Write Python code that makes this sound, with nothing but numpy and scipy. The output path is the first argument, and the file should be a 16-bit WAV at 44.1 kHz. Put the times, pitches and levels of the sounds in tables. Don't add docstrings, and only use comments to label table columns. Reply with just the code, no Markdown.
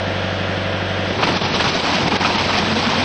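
import sys
import numpy as np
from scipy import signal
from scipy.fft import rfft, irfft
from scipy.io import wavfile
from scipy.ndimage import uniform_filter1d, map_coordinates

SR = 44100
rng = np.random.default_rng(int(sys.argv[2]) if len(sys.argv) > 2 else 0)


def waveform_to_disk(signal):
    frames = np.transpose(np.atleast_2d(signal))
    scaled = np.clip(frames, -1, 1) * 32767
    samples = np.round(scaled).astype(np.int16)
    wavfile.write(sys.argv[1], SR, samples)


def level_to_linear(level):
    exponent = np.asarray(level, float) / 20
    return 10 ** exponent


N = 134064


def evened(x):
    return x / np.sqrt(np.mean(x ** 2) + 1e-20)


def read(points, hz):
    f, value = np.transpose(points)
    return np.interp(np.log(hz + 1), np.log(f + 1), value)


def curve(table, column):
    rows = np.array(table)
    return np.interp(np.arange(N) / SR, rows[:, 0], rows[:, column])


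def coloured(x, points):
    hz = np.fft.rfftfreq(len(x), 1 / SR)
    return irfft(rfft(x) * level_to_linear(read(points, hz)), len(x))


def resonate(x, hz, width_hz):
    return signal.lfilter(*signal.iirpeak(hz, hz / width_hz, SR), x)


def patchy(patchy_db):
    real, imag, patches = rng.standard_normal((N // 128 + 5, 257, 3)).T
    patches = uniform_filter1d(patches, size=6, axis=0)
    patches = evened(uniform_filter1d(patches, size=14, axis=1))
    z = (real + 1j * imag) * level_to_linear(patchy_db * patches)
    return evened(signal.istft(z, nperseg=512, noverlap=384)[1][:N])


def bump(s, rise, fall):
    t = np.arange(N) / SR - s
    return np.exp(-.5 * (t / np.where(t < 0, rise, fall)) ** 2)


# multiple of the cycle rate, level in dB rms.
EXHAUST = [(4, -42.5), (8, -26.5), (11, -52), (12, -37), (13, -41), (14, -39), (15, -35), (16, -33),
           (18, -38), (20, -48), (21, -48), (22, -47), (24, -42), (26, -40), (28, -45), (29, -43),
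           (30, -43)]
# multiple of the cycle rate, level in dB rms.
PANELS = [(38, -43), (40, -41), (41, -40), (42, -42), (43, -42), (44, -33), (47, -42), (48, -36), (52, -43),
          (53, -44), (56, -42), (58, -44), (59, -43), (62, -39), (76, -44), (113, -43), (120, -43),
          (132, -41), (144, -44), (150, -42), (272, -43)]
# frequency in Hz, level in dB per Hz.
CLATTER = [(350, -12), (700, -4.5), (800, -6.5), (1100, -2), (1800, 2.5), (2100, -7), (3400, -5.5),
           (6800, -23)]
CLATTER_DB, FIRING_DB, SCATTER_DB = -29, 4, 4
THROB_TURN, THROB_SPREAD = -.04, .14


def exhaust_panels_and_clatter(turns, idle_rate):
    size = 8192
    k = np.arange(size // 2 + 1)
    db = read(CLATTER, k * idle_rate)
    db = db + FIRING_DB * (k % 4 == 0)
    db = db + SCATTER_DB * rng.standard_normal(len(k))
    last_exhaust = EXHAUST[-1][0]
    height = level_to_linear(db) * (k > last_exhaust) * (k < 570)
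    height = height * level_to_linear(CLATTER_DB) / np.linalg.norm(height)
    for order, level_db in EXHAUST + PANELS:
        height[round(order)] = level_to_linear(level_db)
    phase = rng.random(len(k))
    throb = .5 - k * THROB_TURN + THROB_SPREAD * (2 * phase - 1)
    phase = np.where(k <= last_exhaust, throb, phase)
    cycle = irfft(height * np.exp(2j * np.pi * phase), size) * size / np.sqrt(2)
    return map_coordinates(cycle, [turns % 1 * size], order=3, mode="grid-wrap")


# multiple of the cycle rate, level in dB rms.
PUMP = [(54.48, -34), (81.72, -43)]


def hydraulic_pump(turns):
    return sum(level_to_linear(db) * np.sqrt(2) * np.sin(2 * np.pi * order * turns) for order, db in PUMP)


# frequency in Hz, level in dB per Hz.
ROAR = [(40, -14), (115, -29.5), (170, -4), (700, 1.5), (900, -5), (3450, -6), (3700, -12.5), (9190, -30)]
ROAR_DB, KNOCK = -25, 0.14


def knocking_roar(turns):
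    pulses = 1 + KNOCK * np.exp(-(8 * turns % 1) / .3)
    return level_to_linear(ROAR_DB) * evened(coloured(patchy(patchy_db=0.7) * pulses, ROAR))


# time in s, speed in cycles per s, engine gain in dB.
ENGINE = [(0, 12.024, 0), (1.08, 12.024, 0), (1.13, 11.9, -2), (1.19, 11.4, -9), (1.45, 11.65, -4),
          (1.75, 11.2, -9), (2.03, 11.55, -5), (2.3, 11.6, -8), (2.65, 11.65, -3), (2.9, 11.6, -8),
          (3.04, 11.5, -4)]


def engine():
    turns = np.cumsum(curve(ENGINE, column=1)) / SR
    tones = exhaust_panels_and_clatter(turns, idle_rate=ENGINE[0][1])
    return level_to_linear(curve(ENGINE, column=2)) * (tones + hydraulic_pump(turns) + knocking_roar(turns))


STONES_PER_S, STONE_CYCLES, STONE_SPREAD_DB = 4000, 9, 2.5


def stones(count=28):
    out, t = np.zeros(N), np.arange(1500) / SR
    for hz in np.geomspace(700, 9000, count):
        ring = np.sin(2 * np.pi * hz * t) * np.exp(-2 * t * hz / STONE_CYCLES)
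        chance = STONES_PER_S / count * hz / 2800 / SR
        hits = (rng.random(N) < chance) * rng.choice([-1., 1.], N)
        hits = hits * level_to_linear(STONE_SPREAD_DB * np.minimum(rng.exponential(1, N), 3))
        out += signal.oaconvolve(hits, ring / np.linalg.norm(ring))[:N]
    return evened(out)


# frequency in Hz, width in Hz, level in dB.
STEEL = [(930, 160, -14), (2420, 59, -10), (3930, 45, -11), (5020, 48, -12)]
# frequency in Hz, level in dB per Hz.
RATTLE = [(40, -23), (70, -3.5), (100, -2), (221, 3), (1700, -12.5), (3200, -12), (5000, -16.5),
          (9190, -32.5)]
STEEL_DB, GRAINS_PER_S, GRAIN_DB, STONE_SHARE = -24, 2500, 4, .7


def steel_and_gravel():
    clicks = (rng.random(N) < GRAINS_PER_S / SR) * level_to_linear(GRAIN_DB * np.minimum(rng.exponential(1, N), 4))
    clicks = evened(clicks * rng.choice([-1., 1.], N))
    grains = clicks * .35 + STONE_SHARE * stones() + .8 * patchy(patchy_db=1.5)
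    rings = sum(level_to_linear(db) * resonate(grains, hz, width) for hz, width, db in STEEL)
    return evened(coloured(evened(grains) + level_to_linear(STEEL_DB) * evened(rings), RATTLE))


# time in s, steel and gravel level in dB, ground rumble level in dB.
SHAKE = [(0.95, -49.5, -42.5), (1.08, -29, -28), (1.2, -24, -16.5), (1.35, -20, -19.5), (1.5, -21.5, -20.5),
         (1.7, -19, -19.5), (1.9, -17, -21), (2.05, -19, -17), (2.25, -17.5, -19), (2.45, -19.5, -19.5),
         (2.7, -18, -20.5), (3.04, -17.5, -19.5)]
# time in s, rattle level in dB, brightness in dB.
BLOWS = [(1.107, -28.5, -15), (1.156, -23.5, -11), (1.194, -16.5, -21), (1.238, -10.5, -8.5),
         (1.285, -12.5, -9), (1.323, -20.5, -6), (1.345, -26, -18.5), (1.376, -20.5, 1),
         (1.419, -28.5, -1), (1.454, -25, 4), (1.51, -20.5, -19), (1.554, -16, -2.5), (1.608, -14, -4),
         (1.656, -13.5, -7), (1.688, -24, 7), (1.754, -28, 8), (1.804, -21, -4.5), (1.864, -17, -9),
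         (1.902, -17.5, -10), (1.952, -17, -3.5), (1.989, -16.5, -11), (2.033, -27, -0.5),
         (2.082, -22.5, 0.5), (2.122, -20, -15), (2.163, -17.5, -4), (2.212, -15.5, -8.5),
           (2.258, -16, -4.5), (2.305, -18, -9.5), (2.356, -20, -6), (2.398, -17.5, -2),
           (2.443, -22.5, -0.5), (2.5, -16, -8), (2.545, -16, -4), (2.583, -15, -2.5), (2.634, -28, -9),
           (2.672, -23, -18), (2.708, -21.5, -14), (2.766, -27, 2), (2.795, -32, 10), (2.847, -19.0, -2),
           (2.906, -26, 4.5), (2.948, -21, -26), (2.998, -15, -10), (3.032, -40, -20)]
RISE_S, FALL_S = 0.015, 0.015


def rattle():
    sound = steel_and_gravel()
    low = signal.sosfiltfilt(signal.butter(4, 520, fs=SR, output="sos"), sound)
    high = signal.sosfiltfilt(signal.butter(3, 2500, "high", fs=SR, output="sos"), sound)
    shake = np.where(np.arange(N) / SR < SHAKE[0][0], 0, level_to_linear(curve(SHAKE, column=1)) ** 2)
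    body, bright = shake, shake
    for s, db, bright_db in BLOWS:
        swell = bump(s, RISE_S, FALL_S) ** 2
        body = body + swell * level_to_linear(db + 0.34) ** 2
        bright = bright + swell * level_to_linear(db + bright_db + 4.0) ** 2
    rumble = (shake > 0) * level_to_linear(curve(SHAKE, column=2)) * low
    return np.sqrt(body) * (sound - low - high) + np.sqrt(bright) * high + rumble


# time in s, level in dB, frequency in Hz.
THUDS = [(1.197, -10, 384), (1.21, -13.5, 115), (1.86, -14, 294), (2.045, -16, 258), (1.06, -17, 309),
         (1.13, -15, 366), (1.106, -22, 188), (1.155, -31, 226), (1.196, -22.5, 199), (1.251, -21.5, 199),
         (1.324, -7.5, 255), (1.364, -9.5, 180), (1.438, -12, 113), (1.539, -18, 236), (1.575, -33, 193),
         (1.627, -16.5, 161), (1.681, -8, 137), (1.758, -29.5, 333), (1.893, -11.5, 273),
         (1.928, -13.5, 281), (1.962, -10, 190), (2.0, -13, 232), (2.03, -13, 130), (2.061, -12.5, 166),
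         (2.082, -12.5, 295), (2.166, -9.5, 421), (2.136, -6, 214), (2.231, -15.5, 195), (2.27, -27, 234),
         (2.355, -10, 207), (2.5, -10.5, 549), (2.79, -13, 490), (2.99, -10.5, 538), (2.563, -10, 210),
         (2.61, -13, 179), (2.645, -12, 204), (2.695, -13, 214), (2.736, -11.5, 214), (2.781, -9, 229),
         (2.877, -5.5, 231), (2.925, -26.5, 216), (2.967, -14, 220), (3.01, -10, 241)]
THUD_S, THUD_DB = 0.014, -10


def thuds():
    t = np.arange(N) / SR
    return sum(level_to_linear(db + THUD_DB) * bump(s, THUD_S, 0.63 * THUD_S) * np.sin(2 * np.pi * hz * (t - s))
               for s, db, hz in THUDS)


# time in s, peak level in dB, ring frequency in Hz.
KNOCKS = [(1.103, -5.5, 597), (1.232, -6.5, 2534), (1.232, -2, 1123), (1.273, -8, 830), (1.285, -11, 956),
          (1.415, -10, 1110), (1.452, -6, 910), (1.499, -16, 1084), (1.52, -11.5, 1020), (1.539, -4.5, 625),
          (1.552, -8.5, 933), (1.6, -0.5, 936), (1.642, -3, 1366), (1.753, -2.5, 658), (1.8, -9.5, 930),
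          (1.841, -9, 986), (2.03, -9, 708), (2.062, -7, 840), (2.08, -0.5, 940), (2.117, -3.5, 923),
          (2.154, -7.5, 887), (2.202, -22, 766), (2.248, 1, 1334), (2.302, -5.5, 890), (2.339, -14, 930),
          (2.349, -10.5, 1260), (2.382, -3.5, 953), (2.54, -3, 830), (2.582, -8.5, 830),
          (2.763, -10.5, 777), (2.883, -10.5, 796), (2.889, -11.5, 1070), (2.907, -12, 740),
          (2.945, -7, 1404)]
KNOCK_DB, KNOCK_T60_S, OVERTONE_DB, BOUNCE_S, BOUNCE_DB = -8, .018, -2, .004, -2


def knocks():
    out, t = np.zeros(N + SR), np.arange(3000) / SR
    for (s, db, hz), chance in zip(KNOCKS, rng.random((len(KNOCKS), 4))):
        ring = np.sin(2 * np.pi * hz * t) * level_to_linear(-60 * t / KNOCK_T60_S)
        overtone = np.sin(2 * np.pi * hz * (1.7 + 1.5 * chance[0]) * t)
        ring = ring + level_to_linear(OVERTONE_DB - 120 * t / KNOCK_T60_S) * overtone
        for k in range(3):
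            at = round((s + k * BOUNCE_S * (.6 + .8 * chance[k + 1])) * SR)
            out[at:at + len(t)] += level_to_linear(db + KNOCK_DB + k * BOUNCE_DB) * ring
    return out[:N]


# time in s, frequency in Hz, level in dB.
GROAN = [
    (2.5, 205, -48),
    (2.56, 215, -35),
    (2.63, 212, -44),
    (2.7, 218, -33),
    (2.79, 224, -33),
    (2.83, 225, -45),
    (2.88, 226, -33),
    (2.93, 227, -45),
    (3.0, 228, -34),
]
GROAN_ROUGH, GROAN_WIDTH_HZ = .8, 30


def rising_groan():
    tone = np.sqrt(2) * np.sin(2 * np.pi * np.cumsum(curve(GROAN, column=1)) / SR)
    slow = signal.lfilter(*signal.butter(2, GROAN_WIDTH_HZ, fs=SR), rng.standard_normal(N))
    groan = level_to_linear(curve(GROAN, column=2)) * tone * (1 + GROAN_ROUGH * evened(slow))
    return groan * (np.arange(N) / SR > GROAN[0][0])


def scene():
    return (engine() + rattle() + thuds() + knocks() + rising_groan())[None]


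# time in s, depth in dB, hold in s.
DUCKS = [
    (1.25, 2, .012),
    (1.379, 5, .03),
    (1.809, 3, .018),
    (2.0855, 7, .021),
    (2.169, 7, .03),
    (2.738, 3, .015),
]


def level_dips(x):
    t = np.arange(N) / SR
    duck_db = 0
    for s, db, hold in DUCKS:
        attack = np.clip((t - s) / .001, 0, 1)
        release = np.clip(1 - (t - s - hold) / .004, 0, 1)
        duck_db = duck_db + db * attack * release
    return x * level_to_linear(-duck_db)


# frequency in Hz, level in dB.
TOP = [(5500, -1), (6720, -7), (6860, -57), (7140, -63), (7220, -11), (8120, -5), (8350, -55.5),
       (8700, -51), (8850, -10)]
EDGE_HZ, LIMIT = 9450, 1.3


def microphone(x):
    edge = [(EDGE_HZ, -8), (EDGE_HZ * 1.02, -68)]
    return coloured(LIMIT * np.tanh(x / LIMIT), TOP + edge)


# start in s, end in s.
FLICKER = [
    (1.2, 1.25),
    (1.335, 1.565),
    (2.03, 2.075),
    (2.172, 2.21),
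    (2.36, 2.405),
]
FLICKER_HZ, KEEP_FLICKER, HOLE_LEVEL = 6250, .4, .8


def thin_treble(x):
    hz, t, z = signal.stft(x, SR, nperseg=1024, noverlap=768)
    holes = uniform_filter1d(rng.standard_normal(z.shape), size=4, axis=0)
    holes = evened(uniform_filter1d(holes, size=22, axis=1))
    keep = (holes < HOLE_LEVEL) | (hz < FLICKER_HZ)[:, None]
    x = signal.istft(z * keep, SR, nperseg=1024, noverlap=768)[1][:N]

    hz, t, z = signal.stft(x, SR, nperseg=256, noverlap=192)
    chance = rng.random((len(hz) // 4 + 1, len(t) // 6 + 1))
    chance = chance.repeat(4, axis=0).repeat(6, axis=1)[:len(hz), :len(t)]
    flickering = sum((t > a) & (t < b) for a, b in FLICKER) > 0
    keep = (chance < KEEP_FLICKER) | ~flickering | (hz < FLICKER_HZ)[:, None]
    return signal.istft(z * keep, SR, nperseg=256, noverlap=192)[1][:N]


def band_limit(x):
    return signal.sosfilt(signal.butter(12, 9340, fs=SR, output="sos"), x)


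def record(dry):
    mix = thin_treble(microphone(level_dips(dry[0])))
    return band_limit(mix[None])


dry = scene()
out = record(dry)
waveform_to_disk(out)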